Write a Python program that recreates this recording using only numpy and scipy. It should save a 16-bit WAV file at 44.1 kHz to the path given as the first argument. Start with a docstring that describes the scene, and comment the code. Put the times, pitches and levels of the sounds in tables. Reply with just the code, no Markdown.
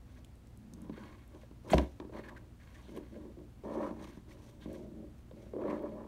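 """In a quiet room, a tortoise climbs the wall of a plastic tub, wedged between a bowl and a plastic hide.
An appliance hums faintly. Dry soil rustles and ticks under the feet, and the claws scratch and tap.
The shell sticks and slips along the plastic, which makes the tub judder and groan.
Once the tortoise slips and drops against the tub, which booms."""
import sys
import numpy as np
from scipy import signal
from scipy.fft import rfft, irfft
from scipy.io import wavfile
from scipy.ndimage import uniform_filter1d

SR = 44100
rng = np.random.default_rng(int(sys.argv[2]) if len(sys.argv) > 2 else 0)


def store_wav(level_fs):
    """Save 16-bit WAV to argv[1]."""
    pcm = np.round(np.clip(np.atleast_2d(level_fs), -1, 1) * 32767)
    wavfile.write(sys.argv[1], SR, pcm.T.astype(np.int16))


N = 267687
TIME = np.arange(N) / SR


def amp(db):
    """Turns decibels into a number to multiply by."""
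    return 10 ** (np.asarray(db) / 20)


def unit(x):
    """Makes the average strength (rms) 1."""
    return x / np.sqrt(np.mean(x ** 2) + 1e-20)


def peaked(x):
    """Makes the highest peak 1."""
    return x / (abs(x).max() + 1e-20)


def steady(x, size=2600):
    """Evens out the loudness over about `size` samples but keeps the fine grain."""
    power = uniform_filter1d(uniform_filter1d(x ** 2, size), size)
    return x / np.sqrt(abs(power) + 1e-20)


def look_up(points, hz):
    """Reads between the rows of a table of frequencies."""
    f, value = np.transpose(points)
    return np.interp(np.log(hz + 1), np.log(f + 1), value)


def colour(x, points):
    """Sets the bass and treble from a table; sound below its first row fades away."""
    hz = np.fft.rfftfreq(2 * N, 1 / SR)
    bass_fade = np.minimum(hz / points[0][0], 1) ** 2
    return irfft(rfft(x, 2 * N) * amp(look_up(points, hz)) * bass_fade)[:N]


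def keep(x, hz, side, order=2):
    """Keeps the "low" or "high" side of hz; a higher order cuts more sharply."""
    return signal.sosfilt(signal.butter(order, hz, side, fs=SR, output="sos"), x)


def add(mix, s, sound):
    """Mixes a sound in at s seconds."""
    part = mix[max(round(s * SR), 0):][:len(sound)]
    part += sound[:len(part)]


def grains(per_s, spread_db):
    """Tiny random hits, most small and a few large."""
    chance, size, sign = rng.random(N), rng.exponential(1, N), rng.choice([-1, 1], N)
    return (chance < per_s / SR) * sign * amp(spread_db * np.minimum(size, 4))


def clumps(depth_db, hz):
    """A sliding foot grips unevenly, so the loudness wanders."""
    return amp(depth_db * unit(keep(rng.standard_normal(N), hz, "low")))


def loudness(moves, start_db, end_db, grip_s, release_s, columns=(3,), power=1, lag=0):
    """Each move grips, swells to the sum of its dB columns, eases and lets go."""
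    gain = np.zeros(N)
    for row in moves:
        s, swell, ease = row[:3]
        top = s + swell + lag * ease
        end = s + swell + ease
        on = slice(*np.searchsorted(TIME, [s - grip_s, end + release_s]))
        t = TIME[on]
        pressure_db = np.interp(t, [s, top, end], [start_db, 0, end_db])
        contact = np.clip(np.minimum((t - s) / grip_s, (end - t) / release_s) + 1, 0, 1)
        top_db = sum(row[k] for k in columns)
        gain[on] = np.maximum(gain[on], contact ** 2 * amp(top_db + power * pressure_db))
    return gain


# The tones of an appliance: f/Hz, level/dB
HUM_TONES = [(59.2, -59.5), (118.4, -62.5), (236.9, -69.5)]
# The room's rumble and hiss: f/Hz, relative level/dB
AIR_COLOUR = [(32, -7), (45, -8), (70, -2.5), (95, -3.5), (145, -10.5), (260, -12), (420, -22.5),
              (700, -26), (1200, -32), (2400, -37.5), (4200, -41), (5000, -43.5), (9000, -45.5),
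              (10400, -48), (15800, -49.5)]


def room_tone():
    """Soft rumble and hiss, with an appliance's slightly wavering hum."""
    drift = unit(keep(rng.standard_normal(N), 0.93, "low"))
    hum = sum(amp(db) * unit(np.sin(2 * np.pi * (hz * TIME + rng.random()) + 0.14 * drift))
              for hz, db in HUM_TONES)
    return hum + amp(-56.5) * unit(colour(rng.standard_normal(N), AIR_COLOUR))


# How long the room echoes: f/Hz, time to fade by 60 dB/s
ECHO_TIMES = [(100, 0.45), (600, 0.33), (3000, 0.3), (12000, 0.42)]


def room_echo(x):
    """The walls send the sound back as a short, blurred echo."""
    hz, t, spectrum = signal.stft(rng.standard_normal(SR // 2), SR, nperseg=256)
    fade = amp(-60 * t / look_up(ECHO_TIMES, hz)[:, None])
    tail = signal.istft(spectrum * fade, SR, nperseg=256)[1]
    tail = np.concatenate([np.zeros(SR // 250), tail])  # arrives 4 ms late
    return signal.fftconvolve(x, tail / np.linalg.norm(tail))[:N]


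# The notes the soil-filled tub rings at: f/Hz, relative level/dB, time to fade by 60 dB/s
TUB_NOTES = [(63.5, -8, 0.46), (159, -6, 0.14), (219, -1, 0.11), (253, -3, 0.075), (308.9, 0.5, 0.11),
             (356, -5, 0.16), (406.4, -5.5, 0.082), (453, -5.5, 0.047), (538.4, -3, 0.084),
             (580.7, -1.5, 0.069), (646.6, -7, 0.056), (737, -16.5, 0.063), (843, -16.5, 0.078),
             (903.4, -15, 0.11), (989, -5.5, 0.036), (1099, -7.5, 0.03), (1320, -26, 0.019),
             (1670, -10.5, 0.013), (1880, -15, 0.022), (2197, -13.5, 0.029), (2463, -26.5, 0.023),
             (3230, -18.5, 0.035), (3640, -25.5, 0.041), (3770, -19.5, 0.031), (4490, -15.5, 0.018)]


def tub(force):
    """A push sets the plastic ringing; neighbouring notes swing in opposite directions."""
    t = TIME[:SR // 3]
    ring = sum((-1) ** k * amp(db - 60 * t / fade_s) * np.sin(2 * np.pi * hz * t)
               for k, (hz, db, fade_s) in enumerate(TUB_NOTES))
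    return signal.fftconvolve(force, ring)[:len(force)]


# Foot slides: t/s, swell/s, ease/s, relative claw level/dB, relative soil level/dB
FOOT_SLIDES = [(.06, 0.13, .04, -70, -79.5), (.78, .07, .03, -72, -83), (.93, .12, 0.19, -57.5, -76),
               (1.28, 0.16, .04, -69, -79), (1.64, 0.059, .01, -73, -71),
               (1.705, 0.029, 0.062, -39.5, -54.5), (1.79, .01, 0.17, -75, -73),
               (2.125, 0.063, 0.027, -53, -74), (2.23, .06, .012, -56.5, -80), (2.36, .01, 0.018, -63, -85),
               (2.6, 0.2, .11, -61.5, -77), (2.87, 0.11, 0.022, -60.5, -73), (3.02, .11, 0.19, -66, -81.5),
               (3.64, 0.14, 0.2, -61.5, -72), (3.99, 0.038, 0.16, -55.5, -69.5),
               (4.29, .025, 0.082, -65.5, -71), (4.4, .1, .05, -71, -72), (4.605, 0.019, 0.2, -63.5, -75),
               (4.7, .04, .11, -63.5, -71), (5.16, .03, 0.045, -72, -82), (5.36, 0.082, 0.11, -69, -79.5),
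               (5.6, .1, 0.13, -58, -80), (5.82, .03, 0.22, -67, -86)]
CLAW_COLUMN, SOIL_COLUMN = 3, 4


def footwork(column):
    """How loud the claws or soil are as a foot slides on the wall and pushes soil aside."""
    return loudness(FOOT_SLIDES, start_db=-7, end_db=-12.5, grip_s=0.02, release_s=0.11, columns=[column])


# The bright sound of dry crumbs: f/Hz, relative level/dB
CRUMB_COLOUR = [(1500, -0.5), (3500, 7), (5000, 1), (6000, 7), (7800, -3), (9400, 2.5), (10400, -14),
                (12000, -2), (15800, -22)]


def soil_rustle():
    """A foot stirs the soil, and many tiny hits blur into a rustle."""
    crumbs = grains(per_s=1800, spread_db=0.5) * clumps(depth_db=2, hz=40)
    rustle = steady(colour(crumbs, CRUMB_COLOUR))
    return amp(3) * footwork(SOIL_COLUMN) * clumps(depth_db=2, hz=25) * rustle


# Snaps of dry grit: t/s, peak level/dB, f/Hz
GRIT_SNAPS = [(.2468, -50, 7900), (0.2466, -47.5, 2900), (.355, -58, 8500), (.4715, -58, 6460),
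              (.574, -54, 9800), (0.7366, -43.5, 6400), (.818, -50, 8900), (1.278, -56, 11000),
              (1.704, -42, 11000), (1.737, -46, 10900), (1.781, -42, 9200), (1.794, -53, 12000),
              (1.837, -57, 12000), (2.966, -50, 10600), (2.976, -53, 9500), (4.7305, -52, 9900),
              (5.823, -59, 12500)]


def grit_ticks():
    """Single bits of grit snap, each a tiny burst of high noise."""
    out, t = np.zeros(N), TIME[:SR // 30]
    for s, db, hz in GRIT_SNAPS:
        snap = rng.standard_normal(len(t)) * (np.exp(-t / 0.001) + 0.18 * np.exp(-t / 0.0058))
        ring = signal.lfilter(*signal.iirpeak(hz, Q=2.2, fs=SR), snap)
        add(out, s, amp(db) * peaked(keep(ring, 0.52 * hz, "high")))
    return out


# The sound of claws on plastic: f/Hz, relative level/dB
CLAW_COLOUR = [(700, -5), (1200, -2), (1700, -2.5), (2200, -5), (2700, 1), (3500, -9), (4400, -11),
               (5000, -31), (7000, -23)]


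def claw_scratches():
    """Sliding claws make many tiny catches, which also ring in the wall."""
    catches = grains(per_s=1800, spread_db=3) * clumps(depth_db=4, hz=45)
    ringing = unit(keep(tub(catches), 1290, "high", order=6))
    scratch = steady(colour(unit(catches) + ringing, CLAW_COLOUR))
    return amp(-3.5) * footwork(CLAW_COLUMN) * clumps(depth_db=2.5, hz=20) * scratch


# A claw or the shell's edge catches: t/s, length/s, relative level/dB, f/Hz
EDGE_CATCHES = [(.945, 0.11, -62, 1560), (1.03, 0.15, -67, 1053), (1.7, 0.022, -44, 1040),
                (1.708, 0.02, -47.5, 7430), (2.183, .02, -53.5, 1780), (2.237, 0.034, -56.5, 1755),
                (2.283, 0.019, -48.5, 1660), (2.361, 0.024, -52.5, 1700), (2.597, .032, -63.5, 1760),
                (2.74, 0.031, -59, 1870), (2.822, 0.076, -68.5, 3550), (2.957, 0.029, -67, 2970),
                (3.815, 0.093, -52.5, 1250), (4.036, .085, -66, 2120), (4.309, 0.016, -58.5, 2115),
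                (4.604, 0.055, -63.5, 3520), (5.361, .09, -77, 2230), (5.652, 0.14, -60, 1723),
                (5.675, 0.12, -58, 1154), (5.695, .022, -52, 2150)]


def rasps():
    """A run of fast, uneven slips makes a short, rough tone."""
    out = np.zeros(N)
    for s, length, db, hz in EDGE_CATCHES:
        wobble, noise = rng.standard_normal((2, SR // 4))
        turns = np.cumsum(hz * (1 + 0.121 * unit(uniform_filter1d(wobble, 30)))) / SR
        rough = signal.lfilter(*signal.iirpeak(hz, Q=3, fs=SR), keep(noise, 0.23 * hz, "high"))
        rasp = (np.sin(2 * np.pi * turns) + 0.49 * unit(rough))[:int(length * SR)]
        add(out, s, amp(db - 4) * unit(rasp * signal.windows.tukey(len(rasp), 0.4)))
    return out


# The tortoise shifts its weight on the tub's floor: t/s, swell/s, ease/s, relative level/dB
WEIGHT_SHIFTS = [(.6, 0.25, 0.064, -47.5), (.9, .01, .035, -42), (2.96, .015, .02, -47),
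                 (3.66, 0.39, .04, -52), (4.66, .015, .04, -47), (4.85, .14, .06, -51),
                 (5.34, .04, .04, -59), (5.85, .03, .19, -49)]
# The shell is shoved along the plastic: t/s, swell/s, ease/s, low groan level/dB,
# hollow middle level/dB and sharp bite level/dB (both compared with the groan)
SHELL_SHOVES = [(.72, .15, 0.033, -56.5, -14, -9), (.93, 0.04, 0.21, -55.5, -8.5, -4),
                (1.31, 0.053, 0.035, -61, 3.5, -4), (1.65, 0.06, 0.012, -49, 0, -3.5),
                (1.75, 0.03, 0.035, -37, 3, -4), (2.005, 0.0056, 0.048, -47.5, -14, -9.5),
                (2.125, 0.026, 0.062, -46, -1, -6), (2.23, 0.053, 0.11, -54, -4, -3),
                (2.42, .02, .03, -58, -3, -12), (2.69, 0.057, 0.25, -70, 3, -0.5),
                (2.885, 0.1, 0.053, -49, -7, -14), (3.115, 0.04, 0.16, -48.5, -9, -18),
                (3.37, 0.016, 0.046, -49, -5, -23), (3.645, 0.17, .105, -40.5, 4, -3.5),
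                (3.93, 0.063, 0.13, -49.5, -6.5, -6.5), (4.26, 0.026, 0.38, -57, -4.5, -12),
                (4.657, 0.048, 0.18, -46, -0.5, -22), (4.87, 0.18, 0.028, -50, -4.5, -31),
                (5.34, .04, 0.19, -55.5, 1.5, -23), (5.54, 0.021, .02, -41.5, -9, -20),
                (5.585, .11, 0.083, -39.5, 4, -5), (5.79, 0.059, 0.045, -42.5, 6.5, -7.5),
                (5.91, 0.011, .25, -49, 3.5, -7)]


def shell_judder():
    """The shell sticks and slips, shaking the tub's low notes; sharper slips reach the higher ones."""
    slips = grains(per_s=380, spread_db=4) + amp(-21.5) * rng.standard_normal(N)
    wall = unit(tub(slips)) + 0.5 * unit(slips)
    rumble = steady(keep(keep(wall, 211, "low", order=7), 210, "high"))
    groan = steady(keep(keep(wall, 466.6, "low", order=5), 216.6, "high", order=4), size=1200)
    hollow = steady(keep(keep(wall, 364, "high", order=4), 762, "low", order=8), size=1000)
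    bite = steady(keep(keep(wall, 722, "high", order=6), 1350, "low", order=4), size=1000)
    rumble *= loudness(WEIGHT_SHIFTS, start_db=-7, end_db=-9.5, grip_s=0.2, release_s=0.27)
    shove = dict(start_db=-5, end_db=-6, grip_s=0.0047, release_s=0.09)
    groan *= loudness(SHELL_SHOVES, **shove)
    # Higher notes grow faster than the pressure (power); the bite peaks as the shove eases (lag).
    hollow *= loudness(SHELL_SHOVES, **shove, columns=(3, 4), power=1.86)
    bite *= loudness(SHELL_SHOVES, **shove, columns=(3, 5), power=2.17, lag=0.28)
    return amp(-4.5) * rumble + amp(-0.03) * groan + amp(-3) * hollow + amp(0.7) * bite


# Shell and claws hit the tub: t/s, thud peak level/dB, f/Hz, crack peak level/dB
BLOWS = [(.184, -55.5, 596, -67), (0.8958, -30.5, 216, -53), (.976, -44, 427, -60),
         (1.347, -45.5, 335, -58), (1.433, -49, 540, -58), (1.512, -45, 250, -63), (1.646, -48, 483, -72),
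         (1.686, -40, 420, -52), (1.718, -24, 168, -53), (1.7334, -13, 672, -27.5), (1.7395, -18, 355, -30),
         (1.7816, -25.5, 288, -23.5), (1.792, -28, 282, -52), (1.795, -30.5, 700, -40),
         (1.816, -29, 229, -55), (2.0, -36, 318, -40.5), (2.049, -39.5, 302, -63), (2.095, -42.5, 440, -68),
         (2.149, -44, 580, -62), (2.193, -35.5, 316, -52), (2.891, -49, 400, -52), (2.962, -42, 517, -51),
         (2.972, -33, 360, -48), (3.162, -42, 480, -64), (3.253, -42, 326, -67), (3.388, -50, 450, -60),
         (3.636, -40, 400, -62), (3.774, -29.5, 385, -64), (3.909, -33.5, 253, -60),
         (4.043, -47, 393, -44.5), (4.173, -40, 182, -62), (4.658, -34, 252, -57), (5.3118, -44, 500, -57),
         (5.335, -43, 104, -74), (5.465, -43, 128, -74), (5.5355, -32, 433, -64), (5.564, -30, 433, -68),
         (5.591, -33.5, 475, -64), (5.618, -30.5, 365, -62), (5.653, -27, 426, -60), (5.729, -28, 334, -68),
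         (5.767, -39, 570, -68)]


def knocks(flex_s=0.002):
    """Each blow starts with a dry crack, bends the wall to and fro and sets the tub ringing."""
    out, t = np.zeros(N), TIME[:SR // 3]
    ring = tub(signal.unit_impulse(len(t)))
    tock = peaked(keep(keep(ring, 900, "high", order=5), 1500, "low"))  # the wall's short upper notes
    for s, thud_db, hz, crack_db in BLOWS:
        add(out, s, amp((thud_db + crack_db) / 2 - 8) * tock)
        cycles = hz * t
        turns = cycles + 0.73 * (1 - np.exp(-cycles / 0.21))  # a bending wall sends its treble first
        flex = peaked(cycles ** 2 * np.exp(-1.5 * t / flex_s) * np.sin(2 * np.pi * turns))
        add(out, s, amp(thud_db) * peaked(flex + 0.41 * peaked(tub(flex))))
        crack = rng.standard_normal(len(t)) * (np.exp(-t / 0.0022) + 0.057 * np.exp(-t / 0.007))
        add(out, s, amp(crack_db) * peaked(keep(keep(crack, 700, "high"), 3470, "low", order=3)))
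    return out


def body_drop(land_s=1.739, peak_db=-17.5, push_s=0.0049, settle_s=0.11):
    """The falling body gives the floor one soft push; the tub booms until the weight hushes it."""
    out, t = np.zeros(N), TIME[:SR // 2]
    push = np.sin(np.pi * np.minimum(t / push_s, 1))
    boom = tub(push) / (1 + (t / settle_s) ** 6)
    add(out, land_s, amp(peak_db) * peaked(keep(boom, 52, "high", order=3)))
    return out


def scene():
    """The tortoise in its tub, with the room around it."""
    tortoise = shell_judder() + claw_scratches() + rasps() + knocks() + body_drop()
    tortoise += soil_rustle() + grit_ticks()
    return (tortoise + amp(-14) * room_echo(tortoise) + room_tone())[None]


def record(dry, top_hz=15800):
    """Cuts away the very highest treble."""
    treble_cut = signal.firwin(801, top_hz, window=("kaiser", 9), fs=SR)
    return signal.oaconvolve(dry, treble_cut[None], "same")


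dry = scene()
out = record(dry)
store_wav(out)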